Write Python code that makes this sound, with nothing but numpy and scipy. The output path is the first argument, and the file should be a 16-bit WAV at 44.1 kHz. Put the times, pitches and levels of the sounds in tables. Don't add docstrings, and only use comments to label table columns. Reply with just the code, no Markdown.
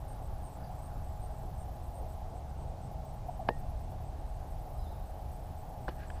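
import sys
import numpy as np
from scipy import signal
from scipy.fft import rfft, irfft, next_fast_len
from scipy.io import wavfile
from scipy.ndimage import uniform_filter1d, map_coordinates

SR = 44100
rng = np.random.default_rng(int(sys.argv[2]) if len(sys.argv) > 2 else 0)


def natural_amplitude(level_db):
    exponent = np.asarray(level_db, float) / 20
    return 10 ** exponent


def generate_wav(signal):
    frames = np.transpose(np.atleast_2d(signal))
    scaled = np.clip(frames, -1, 1) * 32767
    pcm = np.round(scaled).astype(np.int16)
    wavfile.write(sys.argv[1], SR, pcm)


N = 273420


def unit(x):
    return x / np.sqrt(np.mean(x ** 2) + 1e-20)


def curves(rows):
    s, *columns = np.transpose(rows)
    return [np.interp(np.arange(N) / SR, s, column) for column in columns]


def wobble(rate):
    knots = rng.standard_normal(int(N * rate / SR) + 4)
    return map_coordinates(knots, [np.arange(N) * rate / SR])


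def bumps(rows):
    t = np.arange(N) / SR
    return sum(height * np.exp(-((t - s) / width) ** 2) for s, width, height in rows)


def add(track, s, piece):
    start = max(round(s * SR), 0)
    track[start:start + len(piece)] += piece[:max(len(track) - start, 0)]


def filtered(x, response):
    m = next_fast_len(N + SR // 2)
    return irfft(rfft(x, m) * response(np.fft.rfftfreq(m, 1 / SR)), m)[:N]


def resonances(modes):
    def response(f):
        total = 0
        for k, (centre, width, db) in enumerate(modes):
            damping = 1j * f * width
            total = total + (-1) ** k * natural_amplitude(db) * damping / (centre * centre - f * f + damping)
        return total
    return response


def ringing_noise(modes):
    return unit(filtered(rng.standard_normal(N), lambda f: resonances(modes)(f) ** 2))


def rush(spectrum, patchy_db):
    z = signal.stft(rng.standard_normal(N + 512), nperseg=512)[2]
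    field = uniform_filter1d(rng.standard_normal(z.shape), size=6, axis=0)
    field = uniform_filter1d(field, size=14, axis=1)
    x = signal.istft(z * natural_amplitude(patchy_db * unit(field)), nperseg=512)[1][:N]
    hz, db = np.transpose(spectrum)
    return unit(filtered(x, lambda f: natural_amplitude(np.interp(np.log(f + 1), np.log(hz + 1), db))))


def note(length, start_hz, end_hz, sharp, bend):
    u = np.linspace(0, 1, max(round(length * SR), 8))
    turns = np.cumsum(start_hz + (end_hz - start_hz) * u ** bend) / SR + rng.random()
    return np.sqrt(2) * np.abs(np.sin(np.pi * u)) ** sharp * np.sin(2 * np.pi * turns)


def grass(x, t60):
    t = np.arange(SR // 2) / SR
    tail = rng.standard_normal(len(t)) * natural_amplitude(-60 * t / t60)
    return signal.fftconvolve(x, tail / np.linalg.norm(tail))[:N]


def distance():
    # (frequency [Hz], density [dB per Hz])
    rumble_colour = [(9, -44), (15, -3), (25, -2), (34, -4), (42, -3), (55, -0.5), (78, -2), (97, -10),
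                     (130, -28), (300, -97)]
    exhaust_colour = [(60, -47), (95, -3.5), (112, 0.5), (142, -2), (152, -7.5), (190, -8.5), (210, -14),
                      (300, -22.5), (600, -59)]
    roar_colour = [(150, -36), (250, -7.5), (420, -8), (520, -7.5), (680, -1), (750, 1), (850, -4.5),
                   (1000, -12.5), (1250, -20), (1900, -30.5), (3200, -47), (6000, -56)]
    tyre_colour = [(600, -47), (900, -3), (1050, -0.5), (1300, -4.5), (1700, -11.5), (2400, -40),
                   (5000, -70)]
    air_colour = [(600, -42), (1500, 2.5), (3000, 0), (5600, -2.5), (7400, -5.5), (9200, -7), (14500, -9),
                  (16000, -9)]
    # (time [s], level [dB])
    lorries = [(0, -48), (.4, -45), (.75, -50), (1, -43.5), (1.35, -48), (1.9, -44.5), (2.6, -45.5),
               (3.1, -47), (4, -43), (4.7, -46.5), (5.2, -43.5), (5.75, -47.5), (6.2, -45.5)]
    # (time [s], hiss level [dB])
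    cars = [
        (0, -65),
        (.65, -59.5),
        (1.8, -66),
        (3.6, -67),
        (4.2, -67),
        (4.85, -66),
        (5.4, -68.5),
        (6.2, -63),
    ]
    # (middle [s], half width [s], rise [dB])
    revs = [
        (.45, 0.34, 3),
        (1.45, 0.29, 3.3),
        (2.85, 0.38, 2.9),
        (3.55, 0.39, 4),
        (4.45, 0.24, 0.68),
        (5.8, 0.19, 2.4),
    ]

    (rumble_db,), (tyre_db,) = curves(lorries), curves(cars)
    rumble = natural_amplitude(rumble_db + 4.0 + 0.19 * wobble(5.4)) * rush(rumble_colour, patchy_db=0.48)
    idle = natural_amplitude(rumble_db - 4) * ringing_noise([(31.8, 11.7, 0)])
    exhaust = natural_amplitude(-53.5 + bumps(revs) + 3.0) * rush(exhaust_colour, patchy_db=0.0)
    roar_db = -51 + 0.087 * (tyre_db - tyre_db.mean())
    roar = natural_amplitude(roar_db - 0.9 + 0.057 * wobble(4.37)) * rush(roar_colour, patchy_db=1.33)
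    tyres = natural_amplitude(tyre_db - 3.0) * rush(tyre_colour, patchy_db=3.5)
    air = natural_amplitude(-67) * rush(air_colour, patchy_db=0.47)
    return rumble + idle + exhaust + roar + tyres + air


def engine():
    # (shaft order [multiple of shaft rate], level [dB rms])
    drone = [(3, -65.5), (6, -79.5), (10, -76), (12, -67.5), (13, -78), (14, -60.5), (15, -71), (16, -61.5),
             (17, -70.5), (18, -60.5), (19, -66), (20, -95), (22, -78), (24, -74.5)]
    shaft_hz = 45.97
    turns = np.cumsum(shaft_hz + 0.026 * wobble(1.443)) / SR
    out = np.zeros(N)
    for order, db in drone:
        level = np.sqrt(2) * natural_amplitude(db + 1.1 * wobble(2.36))
        out += level * np.sin(2 * np.pi * (round(order) * turns + rng.random()))
    return out


def bird():
    # (time [s], level [dB])
    chips = [
        (.636, -65.5),
        (.656, -73),
        (.852, -76),
    ]
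    pip_pitches = (5000, 4030)
    # (time [s], pitch [Hz], level [dB])
    warble = [
        (4.79, 3850, -95),
        (4.812, 3790, -76),
        (4.832, 3800, -82),
        (4.853, 3880, -70),
        (4.875, 3510, -77),
        (4.9, 3660, -75),
        (4.94, 3720, -79),
        (5.01, 3780, -86),
        (5.14, 3500, -88),
    ]

    pitch_hz, level_db = curves(warble)
    sings = np.arange(N) < warble[-1][0] * SR
    turns = np.cumsum(pitch_hz + 45 * wobble(50)) / SR
    out = np.sqrt(2) * sings * natural_amplitude(level_db + 3.3 * wobble(60)) * np.sin(2 * np.pi * turns)
    for s, db in chips:
        add(out, s, natural_amplitude(db) * note(.015, 5050, 4400, sharp=.6, bend=1))
    for k in range(3):
        for hz in pip_pitches:
            add(out, 4.782 + .061 * k, natural_amplitude(-70 - 4.5 * k) * note(.03, hz, hz, sharp=0.76, bend=1))
    echo = np.roll(grass(out, t60=.3), round(.025 * SR))
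    return out * natural_amplitude(wobble(70)) + natural_amplitude(-4) * echo


def chirp(length, db, hz, period, sag_hz, scatter_db):
    out = np.zeros(SR // 8)
    for k, t in enumerate(np.linspace(0, length, round(length / period) + 1)):
        pitch_hz = hz + rng.normal(0, 30)
        size = natural_amplitude(db - 2.5 - 2 * (k == 0) + rng.normal(0, scatter_db))
        add(out, t, size * note(0.0068, pitch_hz + 70, pitch_hz - sag_hz, sharp=0.39, bend=5.4))
    return out


def crickets():
    near = [
        0.0844,
        0.433,
        0.822,
        1.2196,
        1.5805,
        1.946,
    ]
    # (time [s], length [s], level [dB])
    steady = [(.218, .057, -65), (0.495, .07, -66.5), (.7556, .06, -68), (1.036, 0.049, -65.5),
              (1.305, .088, -68), (1.825, .055, -68), (2.0856, .055, -65.5), (2.3436, .042, -68),
              (2.5775, .06, -67), (2.818, .055, -66), (3.058, .052, -66), (3.311, .046, -66.5),
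              (3.562, .045, -67), (3.819, .03, -70), (4.0416, .055, -69), (4.267, 0.043, -71),
              (4.4817, .047, -67.5), (4.735, .068, -70), (5.061, .047, -67), (5.32, .045, -66),
              (5.5686, .049, -66.5), (5.8315, .053, -68), (6.076, .098, -66)]
    brief = [.002, .385, .7132, .8775, 1.1994, 1.5435, 1.7409, 1.9168, 2.302, 2.4858, 2.68, 4.192, 4.345,
             4.6, 4.915, 5.1871, 5.4494, 5.6924, 5.807, 5.9474, 5.965]
    # (time [s], level [dB], pitch [Hz])
    far = [(.51, -70, 7900), (.525, -74, 7350), (.79, -70, 7950), (.74, -76, 7400), (.93, -76, 7400),
           (1.095, -71, 7860), (1.15, -73, 7350), (1.37, -74, 7450), (1.424, -71, 7950), (1.593, -71, 7500),
           (5.39, -75, 8000), (5.92, -76, 8800), (5.975, -73, 8000), (6.065, -66, 7700), (6.115, -69, 9150),
           (6.12, -71, 7600)]

    brief_run = [3.1615 + .1228 * k for k in range(7)]
    others = [(s, length, db, 8265) for s, length, db in steady]
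    others += [(s, 0.019, -70, 8340) for s in brief + brief_run]
    others += [(s, .036, db, hz) for s, db, hz in far]

    out = np.zeros(N)
    lead = .0037
    for s in near:
        add(out, s - lead, chirp(.05, -59.5, 8560, period=.0099, sag_hz=380, scatter_db=.8))
    for s, length, db, hz in others:
        add(out, s - lead, chirp(length, db, hz, period=.0092, sag_hz=1150, scatter_db=1.8))
    return out + natural_amplitude(-9) * grass(out, t60=.12)


def wing_noise(modes):
    scrape = rush([(7000, -60), (9600, -4), (11000, 3), (16000, 0)], patchy_db=0.8)
    return unit(filtered(scrape, resonances(modes)))


def katydid():
    # (start [s], end [s], level [dB], lag at start [strokes], lag at end [strokes], brightness [dB])
    songs = [
        (-1, 2.37, -74, 0.28, .39, -2.5),
        (4.12, 6.22, -73.5, .46, 0.23, -1.5),
    ]
    # (time [s], peak level [dB])
    ticks = [
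        (2.4498, -71),
        (2.5227, -69),
        (2.913, -57),
        (3.1313, -59),
        (3.267, -58),
    ]
    # (time [s], peak level [dB])
    snaps = [
        (2.9871, -61),
        (3.0485, -59),
    ]
    # (frequency [Hz], width [Hz], level [dB])
    wing = [(10200, 500, -5), (11330, 400, -2), (11800, 160, -7), (12220, 230, -2.5), (12720, 220, -5),
            (13200, 290, -8)]
    wing_tip = [(13100, 500, -11), (13720, 220, 5), (14600, 450, 2), (15200, 500, 4)]
    stroke_hz, swell_db = 26.9, 9

    t = np.arange(N) / SR
    effort, bright_db = np.zeros(N), np.zeros(N)
    for start, end, db, lag_from, lag_to, tip_db in songs:
        warming = np.clip(1 + (start - t) / 0.55, 0, 1)
        fade_db = 60 * np.clip(t - end + 0.22, 0, None)
        level = (t > start) * natural_amplitude(db - swell_db * warming ** 2 - fade_db)
        tiring = 0.28 * np.clip(1 + (t - end) / .35, 0, None) ** 2
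        lag = np.interp(t, [start, end], [lag_from, lag_to]) + tiring
        stroke = (.5 + .5 * np.cos(2 * np.pi * (stroke_hz * t - lag))) ** 0.71
        effort += level * (0.24 + stroke) * 1.14
        bright_db += (tip_db - swell_db * warming) * ((t > start) & (t < end))

    tick_run = [(3.375 + .1053 * k, -58.5) for k in range(7)]
    for s, db in ticks + tick_run:
        add(effort, s - .006, natural_amplitude(db - 12.0) * np.hanning(round(SR * .0336)) ** 0.34)
    early = effort * natural_amplitude(1.1 * wobble(25)) * wing_noise(wing)
    late_effort = np.roll(effort, round(0.0065 * SR))
    late = late_effort * natural_amplitude(bright_db + 1.2 * wobble(25)) * wing_noise(wing_tip)

    snap_level = np.zeros(N)
    for s, db in snaps:
        add(snap_level, s - .002, natural_amplitude(db - 5) * np.hanning(round(.009 * SR)))
    return early + late + snap_level * ringing_noise([(14800, 1100, 0)])


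def rustle():
    # (frequency [Hz], density [dB per Hz])
    sleeve = [(300, -30), (800, -5), (1200, -10), (1650, 7), (2100, -6), (2500, -3), (3500, -11),
              (5000, -12), (7000, -32), (12000, -58)]
    # (middle [s], half width [s], level [dB])
    rubs = [
        (5.9, 0.025, -63),
        (6.025, 0.044, -60.5),
        (6.17, 0.028, -62),
    ]
    strokes = bumps([(s, width, natural_amplitude(db)) for s, width, db in rubs])
    return strokes * natural_amplitude(1.6 * wobble(150)) * rush(sleeve, patchy_db=1.5)


def knocks():
    # (time [s], level [dB], contact time [ms], crack level [dB])
    taps = [(3.4893, -12.5, 0.54, -35.5), (3.4938, -26, .9, -68), (3.494, -24, 1.35, -70),
            (3.506, -22, 1.4, -69), (3.486, -40, .3, -49), (5.8815, -24.5, 0.99, -57),
            (5.8832, -25, 0.66, -47), (5.886, -34, 0.75, -72), (5.8891, -27.5, 0.55, -47),
            (5.892, -30, 2.2, -59), (5.895, -39, 0.5, -55), (6.1032, -42, 0.25, -56)]
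    # (frequency [Hz], width [Hz], level [dB])
    case = [(142, 45, -3), (370, 84, -1), (478, 42, 2), (800, 330, 6.5), (990, 540, -5.5), (1760, 50, -0.5),
            (2570, 220, -1), (3320, 690, -15)]
    # (time [s], length [s], pitch [Hz], level [dB])
    nudges = [(3.284, 0.016, 714, -35), (3.29, 0.011, 900, -44.5), (3.392, 0.016, 760, -38.5),
              (3.405, 0.026, 670, -43), (3.473, 0.011, 750, -41), (3.4873, 0.0034, 1670, -26.5),
              (3.488, 0.0037, 2980, -39.5), (5.8804, 0.0042, 1560, -36.5), (5.882, 0.012, 670, -37.5),
              (5.886, 0.0078, 200, -43), (5.887, 0.01, 2930, -54), (6.1012, 0.0034, 1640, -42),
              (6.102, .008, 1800, -57), (6.018, 0.011, 1640, -58), (6.03, .012, 1600, -58),
              (6.1015, .003, 3080, -56)]

    force, crack = np.zeros(N), np.zeros(N)
    t = np.arange(SR // 3) / SR
    for s, db, contact_ms, crack_db in taps:
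        push = np.hanning(round(contact_ms * SR / 1000) + 3)
        add(force, s - len(push) / SR / 2, natural_amplitude(db + 27.5) * push / push.sum())
        add(crack, s - .001, natural_amplitude(crack_db - 60 * t / 0.015) * (1 - np.exp(-t / 0.00036)))
    body = filtered(force, resonances(case))
    out = body + crack * ringing_noise([(3150, 610, 0.3), (4770, 3800, 0)])
    out = filtered(out, lambda f: 1 / (1 + (f / 5550) ** 16))
    for s, length, hz, db in nudges:
        add(out, s, natural_amplitude(db) * note(length, hz, hz, sharp=0.65, bend=1))
    metal = natural_amplitude(-48 - 60 * t / 0.27) * np.sin(2 * np.pi * 1858 * t)
    metal += natural_amplitude(-66 - 60 * t / 0.18) * np.sin(2 * np.pi * 2740 * t)
    add(out, 3.4895, metal)
    return out


def scene():
    background = distance() + engine() + bird()
    insects = crickets() + katydid()
    handling = rustle() + knocks()
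    return (background + insects + handling)[None]


def low_pass(x):
    return signal.sosfilt(signal.butter(12, 16170, fs=SR, output="sos"), x)


def record(dry):
    mix = filtered(dry[0], lambda f: f < 15330)[None]
    return low_pass(mix)


dry = scene()
out = record(dry)
generate_wav(out)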